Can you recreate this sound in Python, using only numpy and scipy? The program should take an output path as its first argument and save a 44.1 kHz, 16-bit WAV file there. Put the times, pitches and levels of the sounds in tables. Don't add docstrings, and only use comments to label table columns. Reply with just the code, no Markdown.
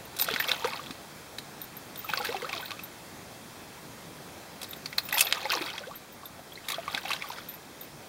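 import sys
import numpy as np
from scipy import signal
from scipy.io import wavfile
from scipy.ndimage import uniform_filter1d

SR = 44100
rng = np.random.default_rng(int(sys.argv[2]) if len(sys.argv) > 2 else 0)


def wrap_up_sound(samples):
    columns = np.atleast_2d(samples).T
    tamed = np.clip(columns, -1, 1)
    steps = np.round(tamed * 32767).astype(np.int16)
    wavfile.write(sys.argv[1], SR, steps)


N = 356328
EDGE_HZ = 15830


def gain_of(db):
    return 10 ** (np.asarray(db) / 20)


def evened(x):
    return x / np.sqrt(np.mean(x ** 2) + 1e-20)


def read(points, hz):
    f, value = np.transpose(points)
    return np.interp(np.log(hz + 1), np.log(f + 1), value)


def add(mix, s, sound):
    part = mix[round(s * SR):][:len(sound)]
    part += sound[:len(part)]


def band(x, lo_hz, hi_hz):
    return signal.sosfilt(signal.butter(2, [lo_hz, hi_hz], "band", fs=SR, output="sos"), x)


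def ring(db, hz, t60, rise, onset_s):
    t = np.arange(round(t60 * SR)) / SR
    pitch_hz = hz * np.exp(rise * 5 * t / t60)
    phase = 2 * np.pi * np.cumsum(pitch_hz) / SR
    onset = 1 - np.exp(-t / onset_s)
    return gain_of(db - 60 * t / t60) * onset * np.sin(phase)


def hush():
    # frequency in Hz, relative level in dB.
    hush_spectrum = [(15, -54), (25, -31), (48, -19.5), (113, -0.5), (447, -5), (652, -6), (788, -6.5),
                     (1090, -9), (2580, -13.5), (2870, -13.5), (4190, -16), (15700, -24.5)]
    # frequency in Hz, level in dB.
    whine = [(7800, -75), (15622, -77)]
    frames, hz = N // 256 + 5, np.fft.rfftfreq(1024, 1 / SR)
    real, imaginary, patches = rng.standard_normal((frames, 513, 3)).T
    patches = uniform_filter1d(uniform_filter1d(patches, 12, 0), 14, 1)
    level_db = read(hush_spectrum, hz)[:, None] + evened(patches)
    spectra = (real + 1j * imaginary) * gain_of(level_db)
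    noise = signal.istft(spectra, nperseg=1024, noverlap=768)[1]
    t = np.arange(N) / SR
    tones = sum(np.sqrt(2) * gain_of(db) * np.sin(2 * np.pi * f * t) for f, db in whine)
    return gain_of(-46) * evened(noise[:N]) + tones


def clink(db, hz):
    # frequency in Hz, level in dB relative to the clink, t60 in seconds.
    steel_modes = [(3770, -13.5, .04), (8330, -28, 0.068), (8940, -18, 0.025), (11990, -15, 0.1),
                   (12720, -20, 0.014), (14360, -12, 0.069)]
    t = np.arange(round(.3 * SR)) / SR
    out = np.zeros(len(t))
    t60 = read([(mode_hz, mode_t60) for mode_hz, _, mode_t60 in steel_modes], hz)
    scratch = np.clip((hz - 12500) / 600, .06, .8)
    add(out, 0, (1 - scratch) * ring(db, hz, t60, 0, 0.00096))
    luck = rng.standard_normal((len(steel_modes), 2))
    for (mode_hz, mode_db, mode_t60), (db_luck, hz_luck) in zip(steel_modes, luck):
        add(out, 0, ring(db + mode_db + db_luck, mode_hz * (1 + 0.006 * hz_luck), mode_t60, 0, 0.00064))
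    flutter = uniform_filter1d(uniform_filter1d(rng.standard_normal(len(t)), 50), 50)
    out *= 1 + 0.46 * evened(flutter)
    rub, tick = rng.standard_normal((2, len(t)))
    rub_gain = gain_of(db - 1.0 - 60 * t / t60) * (1 - np.exp(-t / 0.0016))
    out += scratch * evened(band(rub, hz - 220, hz + 220)) * rub_gain
    return out + band(tick, 8800, 19000) * gain_of(db - 5 - 60 * t / 0.013)


def slap(s, db, hz, treble_db, t60=.025):
    t = np.arange(round(t60 * SR)) / SR
    rise_s = 2.6 * t60 ** 2
    a, b, c = rng.standard_normal((3, 8000))[:, :len(t)]
    swell = (1 - np.exp(-t / rise_s)) ** 2 * gain_of(-60 * t / t60)
    crack = gain_of(-2.5) * evened(band(a, 890, 4150)) * swell
    spit = gain_of(treble_db + 5.5) * evened(band(b, 2700, 14100)) * swell
    spit *= gain_of(15 * t / t60)
    rough = evened(band(c, hz / 1.12, hz * 1.137)) * swell
    out = crack + spit + rough
    add(out, rise_s, ring(-3.5, hz, 0.73 * t60, 0.016, 0.0011))
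    add(out, rise_s, ring(6.5 - 350 * t60, 2720, 0.004, -0.13, .00005))
    return s - rise_s, gain_of(db) * out


def churn_level_db():
    # time of strongest churn in seconds, churn level in dB.
    strokes = [(.21, -42), (.32, -34), (.42, -51), (.5, -34), (.66, -36.5), (.74, -46), (.9, -52),
               (2.03, -51), (2.16, -38), (2.27, -38), (2.35, -58), (2.43, -45.5), (2.55, -39.5),
               (2.72, -51), (5.18, -33.5), (5.27, -38), (5.35, -34.5), (5.43, -38), (5.53, -30.5),
               (5.66, -36.5), (5.76, -50), (5.88, -50.5), (6.71, -38), (6.93, -37), (7.09, -35.5),
               (7.24, -42), (7.33, -43.5)]
    build_db_per_s, settle_db_per_s = 177, 89.5
    t = np.arange(0, N, 64) / SR
    power = np.full(len(t), 1e-12)
    for s, db in strokes:
        drop_db = np.maximum(build_db_per_s * (s - t), settle_db_per_s * (t - s))
        power = power + gain_of(db - drop_db) ** 2
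    return np.interp(np.arange(N) / SR, t, 10 * np.log10(power))


def grains(spectrum, lo_hz, hi_hz, per_s, cycles, glide, spread_db, count):
    out = np.zeros(N)
    clump = gain_of(2.2 * evened(uniform_filter1d(rng.standard_normal(N), 350)))
    for hz in np.geomspace(lo_hz, min(hi_hz, EDGE_HZ), count):
        when, sign, luck = rng.random((round(per_s / count * N / SR), 3)).T
        size_db = spread_db * np.minimum(-np.log(1 - luck), 4)
        train = np.zeros(N)
        train[(when * N).astype(int)] = np.sign(sign - .5) * gain_of(size_db)
        grain = ring(0, hz, 3.23 * cycles / hz, glide, 0.89 / hz)
        grain = grain / np.linalg.norm(grain) * np.sqrt(hz) * gain_of(read(spectrum, hz))
        out += signal.oaconvolve(train, grain)[:N]
    return evened(out * clump)


def churn():
    # frequency in Hz, relative level in dB.
    fizz_spectrum = [(180, -36), (300, -8.5), (455, -5.5), (596, -3), (1340, 0), (1470, -4.5), (2920, -1.5),
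                     (3880, -3), (5300, -11.5), (7500, -33), (9750, -55), (16500, -120)]
    spray_spectrum = [(5000, -5), (9000, -1.5), (16000, 2.0)]
    drop_spectrum = [(1500, -6), (4000, 2.5), (7000, -9.5)]
    fizz = grains(fizz_spectrum, 342, 7460, per_s=9000., cycles=9.7, glide=0.074, spread_db=6.5, count=30)
    gurgle = grains(fizz_spectrum, 398.7, 3375, per_s=260., cycles=15.2, glide=.2, spread_db=6.5, count=24)
    spray = grains(spray_spectrum, 4600, 22500, per_s=2100.0, cycles=6.5, glide=0.038, spread_db=4.0, count=14)
    drops = grains(drop_spectrum, 1500, 7000, per_s=140., cycles=4.3, glide=0.098, spread_db=3.5, count=10)
    water = fizz + gain_of(-9) * drops + gain_of(-5.5) * gurgle + gain_of(-12.5) * spray
    return gain_of(churn_level_db()) * water


def drip(db, hz):
    out = ring(db, hz, .032, .08, .0006)
    add(out, 0, ring(db - 6, 3300, .003, -.18, .00005))
    return out


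def bubble(db, hz, octaves_per_s):
    t60 = 0.047 * (1000 / hz) ** 0.7
    t60 *= np.exp(-.07 * (db + 27)) * (1 + 0.041 * abs(octaves_per_s))
    tone = ring(db, hz, t60, octaves_per_s * np.log(2) * t60 / 5, .4 / hz)
    shake = uniform_filter1d(uniform_filter1d(rng.standard_normal(SR // 2), 220), 220)
    shake_db = 1.5 * evened(shake)[:len(tone)]
    return tone * gain_of(shake_db)


def smack(s, db):
    return slap(s, db, hz=3670, treble_db=-22.5, t60=.012)


def thump(db):
    return ring(db, 247, 0.046, .05, 0.00076)


def shore(x):
    sign = rng.choice([-1., 1.], 4000)
    present = rng.random(4000) < .06
    taps = sign * present * gain_of(-60 * np.arange(4000) / SR / .09)
    taps[:60] = 0
    return signal.oaconvolve(x, taps / np.linalg.norm(taps))[:N]


def scene():
    # start in seconds,
    # level in dB, main ring in Hz.
    clinks = [(.053, -37, 13000), (.1984, -24, 14600), (.2122, -14, 13600), (.2205, -23, 13600),
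              (.3986, -22.5, 14100), (.4768, -31, 14000), (1.6162, -26, 13400), (1.639, -37, 13500),
              (1.768, -33, 12200), (1.976, -33, 14500), (1.9899, -32, 14600), (2.0428, -36, 14200),
              (2.0857, -34, 14700), (2.136, -32, 15700), (2.1849, -36, 14600), (2.247, -33, 13700),
              (2.6105, -32, 12800), (2.653, -35, 14900), (2.836, -29, 13900), (4.687, -41, 14500),
              (4.7094, -32.5, 12200), (4.7631, -41, 14500), (4.9, -44, 14500), (4.9796, -29, 15100),
              (5.035, -36, 14700), (5.0524, -32, 15000), (5.125, -25, 12500), (5.1428, -25, 12300),
              (5.1594, -30, 14700), (5.1796, -31, 11500), (5.2066, -24, 12200), (5.2075, -12, 8750),
              (5.249, -23, 12230), (5.2856, -33, 12100), (5.518, -23, 13000), (5.955, -35, 12300),
              (6.123, -40, 15100), (6.256, -32, 12420), (6.5306, -44, 12200), (6.6882, -32, 14100),
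              (7.2853, -35, 14300), (7.4873, -27.5, 12120), (7.539, -34.5, 12080), (7.81, -29.5, 14000),
              (7.8324, -38, 14400)]
    # time in seconds, level in dB, ring of the cavity in Hz,
    # relative treble in dB.
    slaps = [(.166, -31, 3600, -4), (.1884, -28.5, 3420, 0), (0.197, -21.5, 4020, -6),
             (0.221, -21.5, 4750, -3), (.2433, -31.5, 4010, 2), (.276, -25, 3400, -31),
             (0.2867, -18, 1420, -31), (0.3615, -16.5, 1660, -36), (.401, -13.5, 1740, -35),
             (.424, -22.5, 2390, -33), (0.4415, -21, 2790, -18), (.485, -19, 3530, -29),
             (0.4912, -18, 2460, -14), (.515, -16, 3470, -24), (.6447, -17, 1340, -39),
             (.6734, -25.5, 2140, -14), (.7328, -29, 2390, -24), (0.9085, -27, 3860, -19),
             (1.3848, -24.5, 4000, -14), (1.9577, -34, 3550, -7), (2.09, -27, 2550, -27),
             (2.099, -21, 2720, -29), (2.136, -18.5, 1280, -34), (2.1738, -19, 4470, -34),
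             (2.2483, -20.5, 1540, -15.5), (2.255, -21, 1630, -23), (2.269, -25.5, 3700, -17),
             (2.2917, -28, 1640, -28), (2.366, -25, 2580, -28), (2.4204, -26, 1980, -21),
             (2.4923, -21.5, 2730, -32), (2.5292, -22.5, 2330, -29), (2.792, -28.5, 2570, -31),
             (4.616, -31.5, 3520, -6), (4.631, -28.5, 4770, -6), (4.6433, -31, 4170, -13),
             (4.732, -29, 3500, -15), (4.8587, -22, 4220, -17), (4.9282, -26, 2140, -28),
             (4.9829, -11.5, 4070, -20), (5.0884, -28.5, 2640, -7), (5.127, -17, 2140, -18),
             (5.142, -23, 3980, -9), (5.175, -17, 2440, -14), (5.1815, -14, 3240, -8.5),
             (5.1932, -12.5, 3000, -6), (5.2075, -10, 2590, 0.5), (5.223, -17, 4850, -13),
             (5.2688, -15.5, 3640, -32), (5.5195, -14.5, 2730, -17.5), (5.538, -18.5, 4150, -31),
             (5.6166, -21.5, 1450, -18), (5.701, -21.5, 3000, -32), (5.78, -18, 3110, -38),
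             (6.6856, -19, 3750, -8.5), (6.7008, -23.5, 2100, -4.5), (6.719, -19.5, 3860, -11.5),
             (6.743, -22, 3280, -32), (6.8798, -27, 2100, -28), (6.919, -32, 3320, -24),
             (6.976, -19, 1600, -22), (7.0554, -25, 2520, -26), (7.1054, -17.5, 1260, -17),
             (7.1158, -16, 2690, -26), (7.1324, -18.5, 3800, -16), (7.164, -25, 3000, -28),
             (7.222, -22, 2280, -29), (7.3843, -26.5, 1380, -34)]
    # start in seconds, level in dB, starting pitch in Hz.
    drips = [(.284, -23, 634), (.794, -28, 1105), (6.233, -31, 1050), (6.393, -30.5, 647),
             (6.521, -33, 3150), (6.556, -31, 3930), (6.575, -31, 2000), (6.879, -18, 1090),
             (7.303, -24, 920)]
    # start in seconds, level in dB, starting pitch in Hz, rise in octaves per second.
    bubbles_and_plinks = [(.31, -27, 442, 0), (.487, -34, 498, 1), (.622, -35, 898, 4),
                          (.646, -20, 445, 11.5), (.655, -21, 940, 1), (.68, -30, 917, -4),
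                          (.724, -32.5, 1093, 1.5), (2.045, -32.5, 1290, -1), (2.093, -28, 855, 2),
                          (2.136, -11, 1464, 11), (2.178, -26, 1105, 1), (2.198, -33, 483, 1.5),
                          (2.202, -27, 834, -3), (2.209, -26, 1380, 1), (2.253, -29, 1580, 3),
                          (2.29, -25.5, 431, 10.5), (2.345, -21, 776, -3), (2.351, -36, 397, -1.5),
                          (2.423, -32, 458, 7.5), (2.445, -32.5, 1194, 20.5), (2.495, -42, 795, -0.5),
                          (2.535, -27.5, 1110, -4.5), (2.548, -40, 704, -4.5), (2.629, -32, 1506, -0.5),
                          (2.716, -36.5, 1110, 6), (5.128, -21, 2040, 0), (5.138, -27.5, 850, -0.5),
                          (5.171, -22, 930, 3), (5.349, -30, 1800, -3), (5.369, -29, 1195, 8),
                          (5.452, -29, 545, -2), (5.454, -23, 876, -6), (5.533, -16, 1080, 5),
                          (5.547, -29, 520, -6), (5.565, -33, 328, -0.5), (5.574, -25, 974, 3),
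                          (5.61, -24, 347, -7), (5.736, -32.5, 847, 8), (5.805, -38, 556, 3.5),
                          (5.836, -35, 1480, 6.5), (5.869, -35.5, 427, 25.5), (5.911, -34, 1110, 9),
                          (6.256, -36, 3620, 0), (6.732, -28, 1156, -1), (6.783, -20.5, 657, 4),
                          (6.943, -29, 832, -10), (7.052, -23.5, 758, 1), (7.137, -34, 1530, 0),
                          (7.24, -32, 1187, -5), (7.812, -43, 3600, -1)]
    # time in seconds, level in dB.
    smacks = [(.312, -24), (.325, -31), (.339, -17.5), (.348, -29), (.5165, -14), (0.8616, -33),
              (2.3261, -27.5), (2.7075, -25.5), (2.717, -27), (5.312, -22), (5.325, -5.5), (6.9477, -15.5),
              (7.319, -32)]
    # start in seconds, level in dB.
    thumps = [(.338, -30), (.904, -30.5), (6.943, -31.5)]

    background = hush()
    near = churn()
    for s, *row in clinks:
        add(near, s, clink(*row))
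    for row in slaps:
        add(near, *slap(*row))
    for s, *row in drips:
        add(near, s, drip(*row))
    for s, *row in bubbles_and_plinks:
        add(near, s, bubble(*row))
    for row in smacks:
        add(near, *smack(*row))
    for s, db in thumps:
        add(near, s, thump(db))
    return (near + gain_of(-10.5) * shore(near) + background)[None]


def record(dry):
    # centre in Hz, width in Hz.
    notches = [(2890, 200), (7848, 120)]
    power_db = 10 * np.log10(abs(uniform_filter1d(dry[0] ** 2, 1500)) + 1e-12)
    fall_db = np.arange(N) * 2.0 / SR
    held_db = np.maximum.accumulate(power_db + fall_db) - fall_db
    over_db = np.maximum(held_db + 26.0, 0)
    out = dry / gain_of(0.31 * uniform_filter1d(over_db, 600))
    for hz, width_hz in notches:
        out = signal.lfilter(*signal.iirnotch(hz, hz / width_hz, SR), out)
    low_pass = signal.firwin(1023, EDGE_HZ, window=("kaiser", 8), fs=SR)
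    return signal.oaconvolve(out, low_pass[None], "same")


dry = scene()
out = record(dry)
wrap_up_sound(out)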